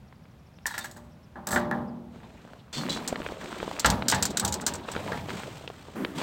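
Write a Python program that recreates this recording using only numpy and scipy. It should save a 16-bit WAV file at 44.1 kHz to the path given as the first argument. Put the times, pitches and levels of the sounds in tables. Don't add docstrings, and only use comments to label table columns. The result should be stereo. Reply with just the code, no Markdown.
import sys
import numpy as np
from scipy import signal
from scipy.fft import rfft, irfft, next_fast_len
from scipy.io import wavfile
from scipy.ndimage import uniform_filter1d

SR = 44100
rng = np.random.default_rng(int(sys.argv[2]) if len(sys.argv) > 2 else 0)


def waveform_to_disk(signal):
    frames = np.transpose(np.atleast_2d(signal))
    scaled = np.clip(frames, -1, 1) * 32767
    samples = np.round(scaled).astype(np.int16)
    wavfile.write(sys.argv[1], SR, samples)


N = 274302
TIME_S = np.arange(N) / SR


# start in seconds, body level in dB, deck level in dB, dullness from 0 (edge) to 1 (flat).
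LANDINGS = [(0.6569, -18.5, -62, 0.43), (0.708, -28, -59, 0.6), (0.7412, -24, -48.5, 0),
            (0.7791, -21, -52, 0.2), (0.8437, -27.5, -49.5, 0), (0.964, -41.5, -49.5, 0),
            (1.357, -38, -41.5, .8), (1.4695, -28, -35, 0.53), (1.508, -28, -34, 0.8),
            (1.5279, -21.5, -28, 0.45), (1.5604, -11, -27, 0.4), (1.713, -19.5, -30, 1),
            (3.846, -7.5, -22, 0), (4.1237, -11, -28, 0), (4.4259, -33, -30, .5), (4.666, -27, -35.5, 0),
            (5.119, -20.5, -38.5, 0.4)]
# mode of the wooden body in Hz, level in dB.
BODY_MODES = [(894, -1), (1410, 8.5), (1640, 11), (1724, 11.5), (1898, 7.5)]
# frequency in Hz, noise density in dB.
BODY_CRACK = [(200, -66), (650, -8), (900, 0.5), (1300, -9.5), (1750, 3.5), (2400, -10), (4000, -11.5),
              (8000, -24), (16000, -71)]
# frequency in Hz, gain in dB for a fully flat landing.
FLAT_LANDING_EQ = [(1900, 1), (2500, -18)]

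def lure_knocks(t60_s=0.07):
    out, t = np.zeros((2, N)), np.arange(SR // 2) / SR
    taper = 1 - (t / t[-1]) ** 2
    for start, body_db, _, dullness in jointed_landings():
        decay = undb(-11) * fade(t, 0.025) + undb(-18) * fade(t, 0.32)
        crack = noise(BODY_CRACK, len(t)) * decay
        detune = 1 + 0.025 * rng.standard_normal()
        wood = undb(-7) * ring(BODY_MODES, t * detune, t60_s, scatter_db=3, spread_rad=0.35)
        add(out, start, undb(body_db) * tilt(crack + wood, FLAT_LANDING_EQ, share=dullness) * taper)
    return out


def jointed_landings(lag_s=0.0125, rear_db=-7):
    return LANDINGS + [(start + lag_s, body_db + rear_db, deck_db + rear_db, dullness)
                       for start, body_db, deck_db, dullness in LANDINGS]


# mode in Hz, level in dB struck on the far plank, level in dB struck on the near one.
PLANK_MODES = [(195, -1, 2), (236, 4, -5), (355, -3, -9), (595, 0, -8), (666, -20, -4), (782, 1, -12),
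               (843, -1, 4), (947, -7, 2), (1044, -2, -12), (1177, -3, -7)]
# frequency in Hz, T60 in seconds.
DECK_DECAY = [(80, 1.67), (220, 1.98), (850, 0.85), (1800, 0.54)]
# frequency in Hz, gain in dB.
SOFT_CONTACT_EQ = [(3600, 0), (8000, -20)]

def deck_booms(slap_t60_s=0.15):
    out, t = np.zeros((2, N)), np.arange(SR) / SR
    hz, far_db, near_db = np.transpose(PLANK_MODES)
    mode_t60_s = 0.7 * at_hz(DECK_DECAY, hz)
    onset = 1 - np.exp(-t / 0.0011)
    slap_spectrum = [(200, -13.5), (900, -2), (1700, -7.5), (2600, -61)]
    for start, _, deck_db, _ in jointed_landings():
        slap = undb(-0.5) * noise(slap_spectrum, len(t)) * fade(t, slap_t60_s)
        _, nearness = plank_at(start)
        modes = np.transpose([hz, far_db + nearness * (near_db - far_db)])
        wash = undb(-4.5) * deck_wash(t)
        tones = undb(-2.5) * ring(modes, t, mode_t60_s, scatter_db=1, spread_rad=0.34)
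        add(out, start, undb(deck_db) * (slap + (wash + tones) * onset))
    return tilt(out, SOFT_CONTACT_EQ)


# frequency in Hz, noise density in dB.
WASH_SPECTRUM = [(60, -30), (130, 3), (210, 6), (400, -4.5), (850, 2), (1700, -7.5), (2600, -24.5)]

def deck_wash(t):
    spectrum = rfft(noise(WASH_SPECTRUM, len(t)))
    octaves = np.log2(np.fft.rfftfreq(len(t), 1 / SR) + 1)
    wash = 0
    for octave in range(5, 13):
        band = irfft(spectrum * np.maximum(1 - abs(octaves - octave), 0), len(t))
        wash += band * fade(t, at_hz(DECK_DECAY, 2 ** octave))
    return wash


# time in seconds, heave gain in dB.
PLANK_PATH = [(1.8, -14), (3.8, -2.5)]

def plank_at(time_s):
    times_s, heave_db = np.transpose(PLANK_PATH)
    return np.interp(time_s, times_s, heave_db), np.interp(time_s, times_s, [0, 1])


# start in seconds, level in dB, delay of the swing back in seconds.
HOOK_CLINKS = [(0.6646, -19.5, 0.0037), (0.7796, -24, 0.0095), (0.8442, -30.5, .01), (0.912, -36.5, 0.057),
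               (1.4705, -20.5, 0.017), (3.076, -19.5, 0.0049), (3.795, -19, 0.0032), (3.8592, -12, 0.042),
               (4.0828, -9, 0.015), (4.114, -14.5, 0.032), (4.2248, -10, 0.028), (4.303, -31.5, 0.0077),
               (4.371, -12, 0.025), (4.4479, -14.5, .029), (4.5238, -17.5, 0.017), (4.61, -30, 0.0046),
               (4.6645, -13, 0.012), (4.737, -25, 0.016), (4.9152, -29, 0.0016)]
# mode of the split rings in Hz, level in dB.
SPLIT_RING_MODES = [(5900, -5), (7000, 0), (7600, 2), (8100, 0), (11600, -5)]
# frequency in Hz, noise density in dB.
CHATTER_SPECTRUM = [(300, -65), (1500, 2.5), (2600, -24), (3700, -2), (5500, -1), (8200, 2.5), (10000, -7),
                    (15500, -4.5)]
SLIDE_SPECTRUM = [(4250, -1.5), (5200, -5), (7600, -3.5), (10000, -14.5)]

def hook_clinks(t60_s=0.064, swing_back_db=-4):
    out, t = np.zeros((2, N)), np.arange(SR // 2) / SR
    contact = fade(t, 0.05) + undb(4) * fade(t, 0.009)
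    onset = 1 - np.exp(-t / 0.00084)
    for start, db, swing_s in HOOK_CLINKS:
        for tap_s, tap_db in [(start, db), (start + swing_s, db + swing_back_db)]:
            chatter = undb(-6) * noise(CHATTER_SPECTRUM, len(t)) * contact * np.sqrt(grit(len(t), 24))
            shimmer = undb(-20) * noise(SLIDE_SPECTRUM, len(t)) * fade(t, 0.15)
            detune = 1 + 0.025 * rng.standard_normal()
            steel = undb(-14) * ring(SPLIT_RING_MODES, t * detune, t60_s, scatter_db=5, spread_rad=1.5)
            add(out, tap_s, undb(tap_db) * (chatter + shimmer + steel) * onset)
    return out


# start in seconds, level in dB, length in seconds, singing in dB relative to the slips.
HOOK_SKIDS = [(0.681, -48.5, 0.13, 1), (0.798, -48, 0.054, 3), (2.728, -37.5, .13, -3.5),
              (2.893, -34.5, 0.093, -1)]
# mode in Hz, level in dB.
HOOK_STEEL_MODES = [(3450, -1.5), (4000, 0.5), (4250, -1.5)]

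def hook_skids():
    out = np.zeros((2, N))
    for start, db, length_s, singing_db in HOOK_SKIDS:
        add(out, start, undb(db) * scrape(SLIDE_SPECTRUM, HOOK_STEEL_MODES, length_s, singing_db))
    return out


# start in seconds, level in dB, length in seconds.
RING_JINGLES = [(0.68, -50.5, 0.33), (1.507, -32, 0.086)]

def ring_jingles():
    out = np.zeros((2, N))
    for start, db, length_s in RING_JINGLES:
        add(out, start, undb(db) * scrape(CHATTER_SPECTRUM, SPLIT_RING_MODES, length_s, singing_db=-6))
    return out


def scrape(spectrum, modes, length_s, singing_db, t60_s=0.03):
    t = np.arange(int(2 * length_s * SR)) / SR
    slips = noise(spectrum, len(t)) * grit(len(t), 150) * swell(t, 0.00088, length_s)
    detune = 1 + 0.034 * rng.standard_normal()
    steel = ring(modes, t * detune, t60_s, scatter_db=2, spread_rad=2.14)
    singing = signal.fftconvolve(slips, steel, axes=1)[:, :len(t)]
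    return slips + undb(singing_db) * unit(singing) * np.std(slips)


# start in seconds, level in dB, centre in Hz, length in seconds.
ANGLER_BUMPS = [(2.76, -34, 192.5, 0.48), (3.221, -42.5, 75.5, 0.15), (4.929, -42, 116, 1),
                (5.954, -31, 254, 0.23), (6.149, -34, 206, 0.17)]
# centre in Hz, level offset in dB, length in seconds.
PLANK_HEAVE = [(73, -4, 0.18), (152, -3.5, 0.099)]

def thuds():
    out = np.zeros((2, N))
    heaves = [(start, deck_db + db + plank_at(start)[0], hz, length_s)
              for start, _, deck_db, _ in LANDINGS for hz, db, length_s in PLANK_HEAVE]
    for start, db, hz, length_s in ANGLER_BUMPS + heaves:
        t = np.arange(int(2 * length_s * SR)) / SR
        band = [(hz / 2.1, -36), (hz / 1.33, 0), (hz * 1.3, 0),
                (hz * 2, -17), (hz * 7, -23), (hz * 16, -45)]
        add(out, start, undb(db) * noise(band, len(t)) * swell(t, 0.0033, length_s))
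    return out


# start in seconds, length in seconds, rubbing in dB, hiss in dB.
ANGLER_MOVES = [(2.099, 0.43, -53, -61.5), (2.747, 0.57, -40, -47.5), (3.362, 0.39, -39.5, -45),
                (3.852, 1, -42, -52.5), (4.839, 0.28, -37.5, -43), (5.252, 0.14, -39, -41),
                (5.436, 0.089, -49, -46), (5.584, 0.59, -51, -53), (6.141, .1, -36, -36)]

def movement_gains(attack_s=0.048, release_s=0.17):
    gains = np.zeros((2, N))
    for start, length_s, rub_db, hiss_db in ANGLER_MOVES:
        attack = np.clip((TIME_S - start) / attack_s, 0, 1)
        release = np.exp(-np.maximum(TIME_S - start - length_s, 0) / release_s)
        gains = np.maximum(gains, np.outer(undb([rub_db, hiss_db]), attack * release))
    return gains


# frequency in Hz, noise density in dB.
RUB_SPECTRUM = [(200, 1.5), (520, -2.5), (1100, -7), (3200, -20)]
HISS_SPECTRUM = [(300, -14), (900, 0), (3200, -7), (5200, -14.5), (8200, -13.5), (10000, -29.5),
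                 (15000, -26.5)]

def jacket_rustle(patch_s=0.016, patch_db=5):
    rub, width = 0, int(patch_s * SR)
    for hz in 200 * 1.6 ** np.arange(7):
        patches = unit(uniform_filter1d(uniform_filter1d(rng.standard_normal(N), width), width))
        band = noise([(hz / 2.2, -30), (hz / 1.2, 0), (hz * 1.2, 0), (hz * 2.2, -30), (hz * 5, -70)])
        rub += undb(at_hz(RUB_SPECTRUM, hz) + patch_db * patches) * np.sqrt(hz) * band
    rub_gain, hiss_gain = movement_gains()
    return rub_gain * unit(rub) + hiss_gain * noise(HISS_SPECTRUM) * grit(N, 300)


# start in seconds, level in dB, pitch in Hz.
LOUD_TICKS = [(0.126, -36.5, 1060), (0.255, -43, 1580), (0.587, -43, 1900), (2.534, -30, 700),
              (3.127, -18, 660), (3.158, -17.5, 2040), (3.264, -20, 1320), (3.602, -21.5, 1340),
              (3.6287, -16.5, 650), (3.6783, -20, 710), (3.713, -20.5, 654), (4.023, -17.5, 1970),
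              (4.888, -20.5, 1210), (4.964, -13.5, 1430), (5.078, -23, 1200), (5.677, -22, 2500),
              (5.701, -23.5, 560), (6.049, -14.5, 1980), (6.215, -19, 1370)]

def crinkles(count=400, weakest_db=2, range_db=15):
    out = np.zeros((2, N))
    rub_gain, _ = movement_gains()
    for when, pitch, force in rng.random((count, 3)):
        gain = rub_gain[int(when * N)] * undb(weakest_db + range_db * force ** 2)
        add(out, when * N / SR, gain * tick(450 * 4.5 ** pitch))
    for start, db, hz in LOUD_TICKS:
        add(out, start, undb(db) * tick(hz))
    return tilt(out, SOFT_CONTACT_EQ)


def tick(hz, rise_cycles=0.42, flap_hz=480):
    t = np.arange(SR // 30) / SR
    age = t * hz / rise_cycles
    snap = np.sin(2 * np.pi * (hz * t + rng.random())) * (age * np.exp(1 - age)) ** 2
    flap = np.sin(2 * np.pi * flap_hz * t) * fade(t, 0.017)
    scuff = noise([(200, -8), (hz, 0), (hz * 2, -6), (hz * 4, -22)], len(t)) * fade(t, 0.018)
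    return snap + undb(-7) * (flap + scuff)


ARCH_STARTS_S = [.55, .615, 1.108, 1.223, 1.87]

def bird(top_hz=5950, sag_hz_per_s=480, arch_s=0.038, level_db=-68):
    out, short_s = np.zeros((2, N)), arch_s / 2
    twitter = [(start + rng.random() * short_s, short_s, 0) for start in np.arange(0.075, 0.55, 0.074)]
    arches = [(start, arch_s, 0.4) for start in ARCH_STARTS_S]
    for start, length_s, crest in twitter + arches:
        progress = np.linspace(0, 1, int(length_s * SR))
        bend = 1 - rng.uniform(0.2, 0.45) * (progress - crest) ** 2
        waver = 1 + uniform_filter1d(rng.standard_normal(len(progress)), size=80) / 2
        hz = (top_hz - sag_hz_per_s * start) * bend * waver
        envelope = undb(level_db + 2 * rng.standard_normal()) * np.sin(np.pi * progress)
        add(out, start, envelope * np.sin(2 * np.pi * np.cumsum(hz) / SR))
    return out


# frequency in Hz, noise density in dB.
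AIR_SPECTRUM = [(25, -31), (60, 2), (207, -1), (294, -13.5), (842, -17), (2800, -30), (10000, -44.5)]

def open_air():
    return undb(-51.5) * noise(AIR_SPECTRUM)


def undb(db):
    return 10 ** (np.asarray(db) / 20)


def unit(x):
    return x / np.sqrt(np.mean(x ** 2))


def at_hz(table, hz):
    points_hz, values = np.transpose(table)
    return np.interp(np.log(hz + 1), np.log(points_hz), values)


def add(out, start_s, x):
    i = max(int(start_s * SR), 0)
    out[:, i:i + x.shape[-1]] += x[..., :max(N - i, 0)]


def tilt(x, spectrum, share=1):
    n = next_fast_len(x.shape[-1])
    gain = undb(share * at_hz(spectrum, np.fft.rfftfreq(n, 1 / SR)))
    return irfft(rfft(x, n) * gain, n)[..., :x.shape[-1]]


def noise(spectrum, size=N):
    n = next_fast_len(size)
    mid, side = rfft(rng.standard_normal((2, n)))
    hz = np.fft.rfftfreq(n, 1 / SR)
    side = side * 0.85 * hz ** 2 / (hz ** 2 + 600 ** 2)
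    return unit(tilt(irfft([mid + side, mid - side], n)[:, :size], spectrum))


def ring(modes, t, t60_s, scatter_db, spread_rad):
    hz, db = np.transpose(modes)
    gain = undb(db + scatter_db * rng.standard_normal(len(hz)))
    phase = rng.uniform(0, 2 * np.pi, len(hz)) + spread_rad * rng.standard_normal((2, len(hz)))
    waves = np.exp(np.outer(2j * np.pi * hz - np.log(1000) / t60_s, t))
    return ((gain * np.exp(1j * phase)) @ waves).imag / np.sqrt(np.sum(gain ** 2) / 2)


def fade(t, t60_s):
    return np.exp(-np.log(1000) * t / t60_s)


def swell(t, rise_s, length_s):
    return (1 - np.exp(-t / rise_s)) * np.exp(-2 * (t / length_s) ** 2)


def grit(size, slip_samples):
    return unit(uniform_filter1d(rng.exponential(size=size) ** 3, size=slip_samples))


# time in seconds, how far the lure lies to one side from 0 to 1.
LURE_BEARING = [(1.8, 0.01), (2.7, 0.91)]
# frequency in Hz, gain in dB fully to one side.
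OFF_AXIS_EQ = [(8300, 3.5), (10000, -5.5)]

def scene(port_lag_s=0.00024):
    lure = lure_knocks() + hook_clinks() + hook_skids() + ring_jingles()
    bearing = np.interp(TIME_S, *np.transpose(LURE_BEARING))
    left, right = (1 - bearing) * lure + bearing * tilt(lure, OFF_AXIS_EQ) + jacket_rustle()
    lag_samples = np.round(bearing * port_lag_s * SR)
    right = np.interp(np.arange(N) - lag_samples, np.arange(N), right)
    return np.array([left, right]) + deck_booms() + crinkles() + thuds() + bird() + open_air()


# frequency in Hz, left minus right in dB.
HOUSING_SHADE = [(300, 0), (1000, 2), (1900, -1), (3500, -10), (8000, -7)]

def record(dry, low_cut_hz=15, top_hz=16000):
    ports = tilt(dry, HOUSING_SHADE, share=np.array([[0.5], [-0.5]]))
    low_cut = signal.butter(2, low_cut_hz, "high", fs=SR, output="sos")
    top_cut = signal.ellip(8, 0.2, 70, top_hz, fs=SR, output="sos")
    clipped = np.clip(signal.sosfilt(low_cut, ports), -1, 1)
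    return signal.sosfilt(top_cut, clipped)


dry = scene()
out = record(dry)
waveform_to_disk(out)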